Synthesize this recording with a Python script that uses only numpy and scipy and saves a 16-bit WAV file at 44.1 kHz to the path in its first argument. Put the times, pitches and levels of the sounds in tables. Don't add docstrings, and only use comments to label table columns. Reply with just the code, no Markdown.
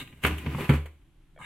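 import sys
import numpy as np
from scipy import signal
from scipy.fft import rfft, irfft, next_fast_len
from scipy.io import wavfile

SR = 44100
rng = np.random.default_rng(int(sys.argv[2]) if len(sys.argv) > 2 else 0)


def bounce(signal):
    frames = np.transpose(np.atleast_2d(signal))
    limited = np.clip(frames, -1, 1)
    pcm = np.round(limited * 32767).astype(np.int16)
    wavfile.write(sys.argv[1], SR, pcm)


N = 63945
ATTACK_S = 0.0013

# (pitch [Hz], level [dB])
RING_NOTES = [(1005, -2), (1216, -7), (1475, -7), (1620, -10.5), (1815, -8), (1954, -4), (2123, -4),
              (2191, -6), (2472, -7), (2693, -8.5), (2887, -12.5)]
# (frequency [Hz], level [dB])
HISS_COLOUR = [(3500, -14), (5500, -13), (6500, -2.5), (7500, -1.5), (8500, 1.5), (9600, -4.5), (11500, 3),
               (13000, -2), (15500, -6)]


def amp(db):
    return 10 ** (np.asarray(db) / 20)


def unit(x):
    return x / np.sqrt(np.mean(x ** 2) + 1e-20)


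def along(points, hz):
    freqs, values = np.transpose(points)
    return np.interp(np.log(hz + 1), np.log(freqs + 1), values)


def filtered(x, gain):
    size = next_fast_len(N + SR // 2)
    return irfft(rfft(x, size) * gain(np.fft.rfftfreq(size, 1 / SR)), size)[..., :N]


def spread(pair, likeness):
    angle = lambda hz: np.arccos(np.clip(along(likeness, hz), -1, 1)) / 2
    mid, side = filtered(pair, lambda hz: np.array([np.cos(angle(hz)), np.sin(angle(hz))]))
    return np.array([mid + side, mid - side])


def coloured(pair, gain):
    # (frequency [Hz], likeness [0 to 1])
    likeness = [(25, 0.91), (100, .999), (300, .99), (700, .93), (2500, 0.49), (4500, .3), (8000, .15),
                (14000, 0.043)]
    return unit(spread(filtered(pair, gain), likeness))


def noise(colour):
    return coloured(rng.standard_normal((2, N)), lambda hz: amp(along(colour, hz)))


def focus(hz, centre, lift_db, octaves=0.58):
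    return amp(lift_db * np.exp(-.5 * (np.log2((hz + 1) / centre) / octaves) ** 2))


def fade(t, rise_s, fade_s):
    return (1 - np.exp(-t / rise_s)) * 1000 ** (-t / fade_s)


def slips(per_second=1800, spread_db=3, grit=0.41):
    clicks = (rng.random(N) < per_second / SR) * amp(spread_db * rng.standard_normal(N))
    clicks = unit(clicks * rng.standard_normal((2, N)))
    return np.sqrt(grit) * clicks + np.sqrt(1 - grit) * rng.standard_normal((2, N))


def ringing(hz, width_hz=21, lift_db=6.5):
    return 1 + sum(amp(lift_db + db) / (1 + (2 * (hz - note) / width_hz) ** 2)
                   for note, db in RING_NOTES)


def friction(colour):
    return coloured(slips(), lambda hz: amp(along(colour, hz)) * ringing(hz))


def rubs(lift_db=16, top_hz=4300, sheen_db=-16):
    # (start [s], peak [s], end [s], level [dB], rumble [dB], focus [Hz], rise [dB], fall [dB])
    strokes = [(0, 0.014, .03, -37.5, -50, 3560, 3, 10.5), (0.011, 0.042, 0.6, -69, -56, 2530, -7.5, 3),
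               (1.388, 1.404, 1.435, -47.5, -55, 1120, 7.5, 1.5),
               (1.414, 1.449, 1.47, -41.5, -59, 2070, 9.5, 4.5)]
    # (pitch [Hz], width [Hz], level [dB])
    notes = [(700, 480, -7.5), (1020, 140, 0), (1213, 37, 3), (1610, 39, 2.5), (2170, 120, -1),
             (2273, 55, -0.5), (2790, 240, -4.5), (3060, 160, -6.5), (3700, 160, -3.5)]
    # (frequency [Hz], level [dB])
    rumble_colour = [(60, -7.5), (140, -2.5), (185, -6), (280, -13), (600, -27), (1500, -55)]
    # (frequency [Hz], level [dB])
    sheen_colour = [(4000, -31), (6000, -12.5), (7400, 5), (9500, 2), (11500, -8.5), (15000, -17.5)]

    def body(hz):
        return sum((-1) ** k * amp(db) * 1j * hz * width / (note ** 2 - hz ** 2 + 1j * hz * width)
                   for k, (note, width, db) in enumerate(notes))

    t, out = np.arange(N) / SR, np.zeros((2, N))
    for start, peak, end, db, rumble_db, centre, rise_db, fall_db in strokes:
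        swell = amp(np.interp(t, [start, peak, end], [-rise_db, 0, -fall_db], left=-120, right=-120))
        gain = lambda hz: body(hz) * focus(hz, centre, lift_db) / (1 + (hz / top_hz) ** 10)
        rasp = coloured(slips(), gain)
        sheen = amp(sheen_db) * friction(sheen_colour)
        out += swell * (amp(db) * (rasp + sheen) + amp(rumble_db) * friction(rumble_colour))
    return out


def slide():
    # (time [s], rumble [dB], scrape [dB], hiss [dB])
    loudness = [(0, -57, -47, -49), (.03, -42, -51, -56), (.06, -58, -73, -69.5), (.215, -84, -63.5, -71),
                (.235, -60, -40.5, -47.5), (.275, -36, -34, -57), (.31, -31.5, -49, -65.5),
                (.365, -46, -49, -63), (.39, -46, -47, -58), (.45, -40, -49.5, -64.5), (.53, -36, -45, -61),
                (.57, -38.5, -46, -56), (.605, -38.5, -41, -48.5), (.66, -39.5, -39.5, -55),
                (.68, -64, -47, -56), (0.701, -58, -45.5, -49), (.76, -41, -40.5, -53),
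                (.82, -66, -71, -72.5), (.92, -80, -82, -92)]
    # (frequency [Hz], level [dB])
    rumble_colour = [(50, -20.5), (75, -5), (100, -2), (150, 3.5), (210, -7), (320, -5.5), (430, -17.5),
                     (650, -24.5), (1200, -43)]
    # (frequency [Hz], level [dB])
    scrape_colour = [(240, -24.5), (400, -1), (480, -17), (700, -12.5), (1010, -11), (1600, -12),
                     (2200, -9.5), (2900, -9), (3900, -21.5), (6000, -31.5), (7800, -66)]
    times, *levels = np.transpose(loudness)
    return sum(amp(np.interp(np.arange(N) / SR, times, db, left=-120, right=-120)) * friction(colour)
               for db, colour in zip(levels, (rumble_colour, scrape_colour, HISS_COLOUR)))


def knocks(ring_db=-19, boom_hz=75.2, thud_rise_s=0.0035):
    # (time [s], clack [dB], hiss [dB], thud [dB], boom [dB],
    #             focus [Hz], lift [dB], clack fade [s])
    hits = [(0.075, -39, -63.5, -52.5, -78, 2830, 19, 0.019),
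            (0.1261, -44, -86, -50, -43.5, 2300, 17, 0.03),
            (0.2362, -20.5, -34.5, -26.5, -19.5, 2350, 16.5, 0.065),
            (.248, -12.5, -34, -31.5, -51, 2040, 10.5, 0.055),
            (0.2629, -20.5, -31.5, -30, -49, 1080, -3.5, 0.069),
            (.308, -33, -56.5, -36, -25.5, 2200, 3.5, 0.061), (0.38, -40, -44, -50, -72, 2700, 21, .08),
            (0.4616, -27.5, -57.5, -24, -23, 1870, 0.5, 0.056),
            (0.5469, -25.5, -66.5, -26.5, -40, 1065, 25.5, 0.027),
            (.582, -28.5, -51.5, -50, -67, 2500, -18, 0.097),
            (.607, -25.5, -47.5, -41, -46, 1080, -7, 0.036), (.642, -33.5, -52.5, -62, -61, 2200, 1, .05),
            (.692, -20.5, -40.5, -9, -15.5, 1540, 5.5, 0.13),
            (0.736, -30, -48, -31.5, -24.5, 1520, 4, 0.076),
            (.857, -40, -54.5, -66.5, -64, 2500, 1.5, 0.075), (1.014, -64.5, -80, -62, -68, 2604, 13, .06)]
    # (frequency [Hz], level [dB])
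    clack_colour = [(150, -7), (260, -2), (520, -2.5), (640, -12), (850, -8), (1250, -9.5), (1750, -13.5),
                    (2200, -10.5), (3100, -14.5), (3900, -25.5), (4500, -24.5), (5500, -58), (7800, -67.5)]
    # (pitch [Hz], level [dB], fade [s])
    tub_notes = [(126.9, -9.5, 0.129), (142.2, 0.5, 0.22), (165.6, -6.5, .09), (231, -8.5, 0.18),
                 (246.1, -5.5, .14), (305, -19.5, 0.27), (413, -18, 0.2), (514, -28.5, 0.16)]
    out, boom = np.zeros((2, N)), np.zeros(N)
    clock = np.arange(N) / SR
    for start, clack_db, hiss_db, thud_db, boom_db, centre, lift_db, clack_fade_s in hits:
        t = np.maximum(clock - start, 0)
        gain = lambda hz: amp(along(clack_colour, hz)) * focus(hz, centre, lift_db)
        clack = coloured(rng.standard_normal((2, N)), gain)
        out += amp(clack_db) * fade(t, ATTACK_S, clack_fade_s) * clack
        out += amp(hiss_db) * fade(t, ATTACK_S, fade_s=0.086) * noise(HISS_COLOUR)
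        ring = sum(amp(db + rng.normal(0, 1.1)) * np.sin(2 * np.pi * (hz * t + rng.random()))
                   for hz, db in RING_NOTES)
        out += amp(clack_db + ring_db) * fade(t, ATTACK_S, fade_s=0.13) * ring
        soft_start = 1 - np.exp(-t / thud_rise_s)
        for hz, db, fade_s in tub_notes:
            thud = soft_start * fade(t, ATTACK_S, fade_s) * np.sin(2 * np.pi * hz * t)
            out += amp(thud_db + db + rng.normal(0, 1)) * thud
        boom += amp(boom_db) * fade(t, rise_s=0.02, fade_s=0.37)
    return out + boom * np.sin(2 * np.pi * boom_hz * clock)


def taps():
    # (time [s], level [dB])
    touches = [(1.362, -49.5), (1.376, -42.5)]
    # (pitch [Hz], level [dB], fade [s])
    notes = [(537, -3, 0.047), (635, 2, 0.032), (1440, -9.5, 0.022), (1780, 0.5, 0.013), (2255, -8, 0.036),
             (3250, -13.5, 0.035)]
    out = np.zeros(N)
    for start, tap_db in touches:
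        t = np.maximum(np.arange(N) / SR - start, 0)
        for hz, db, fade_s in notes:
            tone = np.sin(2 * np.pi * (hz * t + rng.random()))
            out += amp(tap_db + db) * fade(t, ATTACK_S, fade_s) * tone
    return out


def kitchen(sound, low_cut_hz=340, rise_s=0.007):
    # (frequency [Hz], fade [s])
    fade_times = [(100, 0.35), (250, 0.19), (500, 0.33), (2000, 0.31), (6000, .43), (14000, 0.5)]
    # (frequency [Hz], likeness [-1 to 1])
    likeness = [(100, 0.65), (300, 0.99), (700, 0.79), (1400, .45), (2800, .45), (4500, -0.35),
                (9000, -0.62)]
    hz, t, bands = signal.stft(rng.standard_normal((2, N)), SR, nperseg=256)
    bands *= fade(t, rise_s, along(fade_times, hz)[:, None])
    tail = signal.istft(bands, SR, nperseg=256)[1][:, :N]
    tail = spread(tail / np.linalg.norm(tail[0]), likeness)
    tail = signal.sosfilt(signal.butter(3, low_cut_hz, 'high', fs=SR, output='sos'), tail)
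    return signal.fftconvolve(sound.mean(axis=0, keepdims=True), tail, axes=1)[:, :N]


def scene(echo_db=-6, background_db=-58.5):
    # (frequency [Hz], level [dB])
    background_colour = [(15, -4), (40, 0), (65, -11), (100, -13.5), (150, -10), (210, -22), (340, -17),
                         (450, -33.5), (830, -33.5), (1700, -35.5), (3200, -35), (5000, -48),
                         (11700, -44.5), (15500, -62.5)]
    drawer = knocks() + slide() + rubs() + taps()
    return drawer + amp(echo_db) * kitchen(drawer) + amp(background_db) * noise(background_colour)


def record(dry):
    return filtered(dry, lambda hz: hz < 15900)


dry = scene()
out = record(dry)
bounce(out)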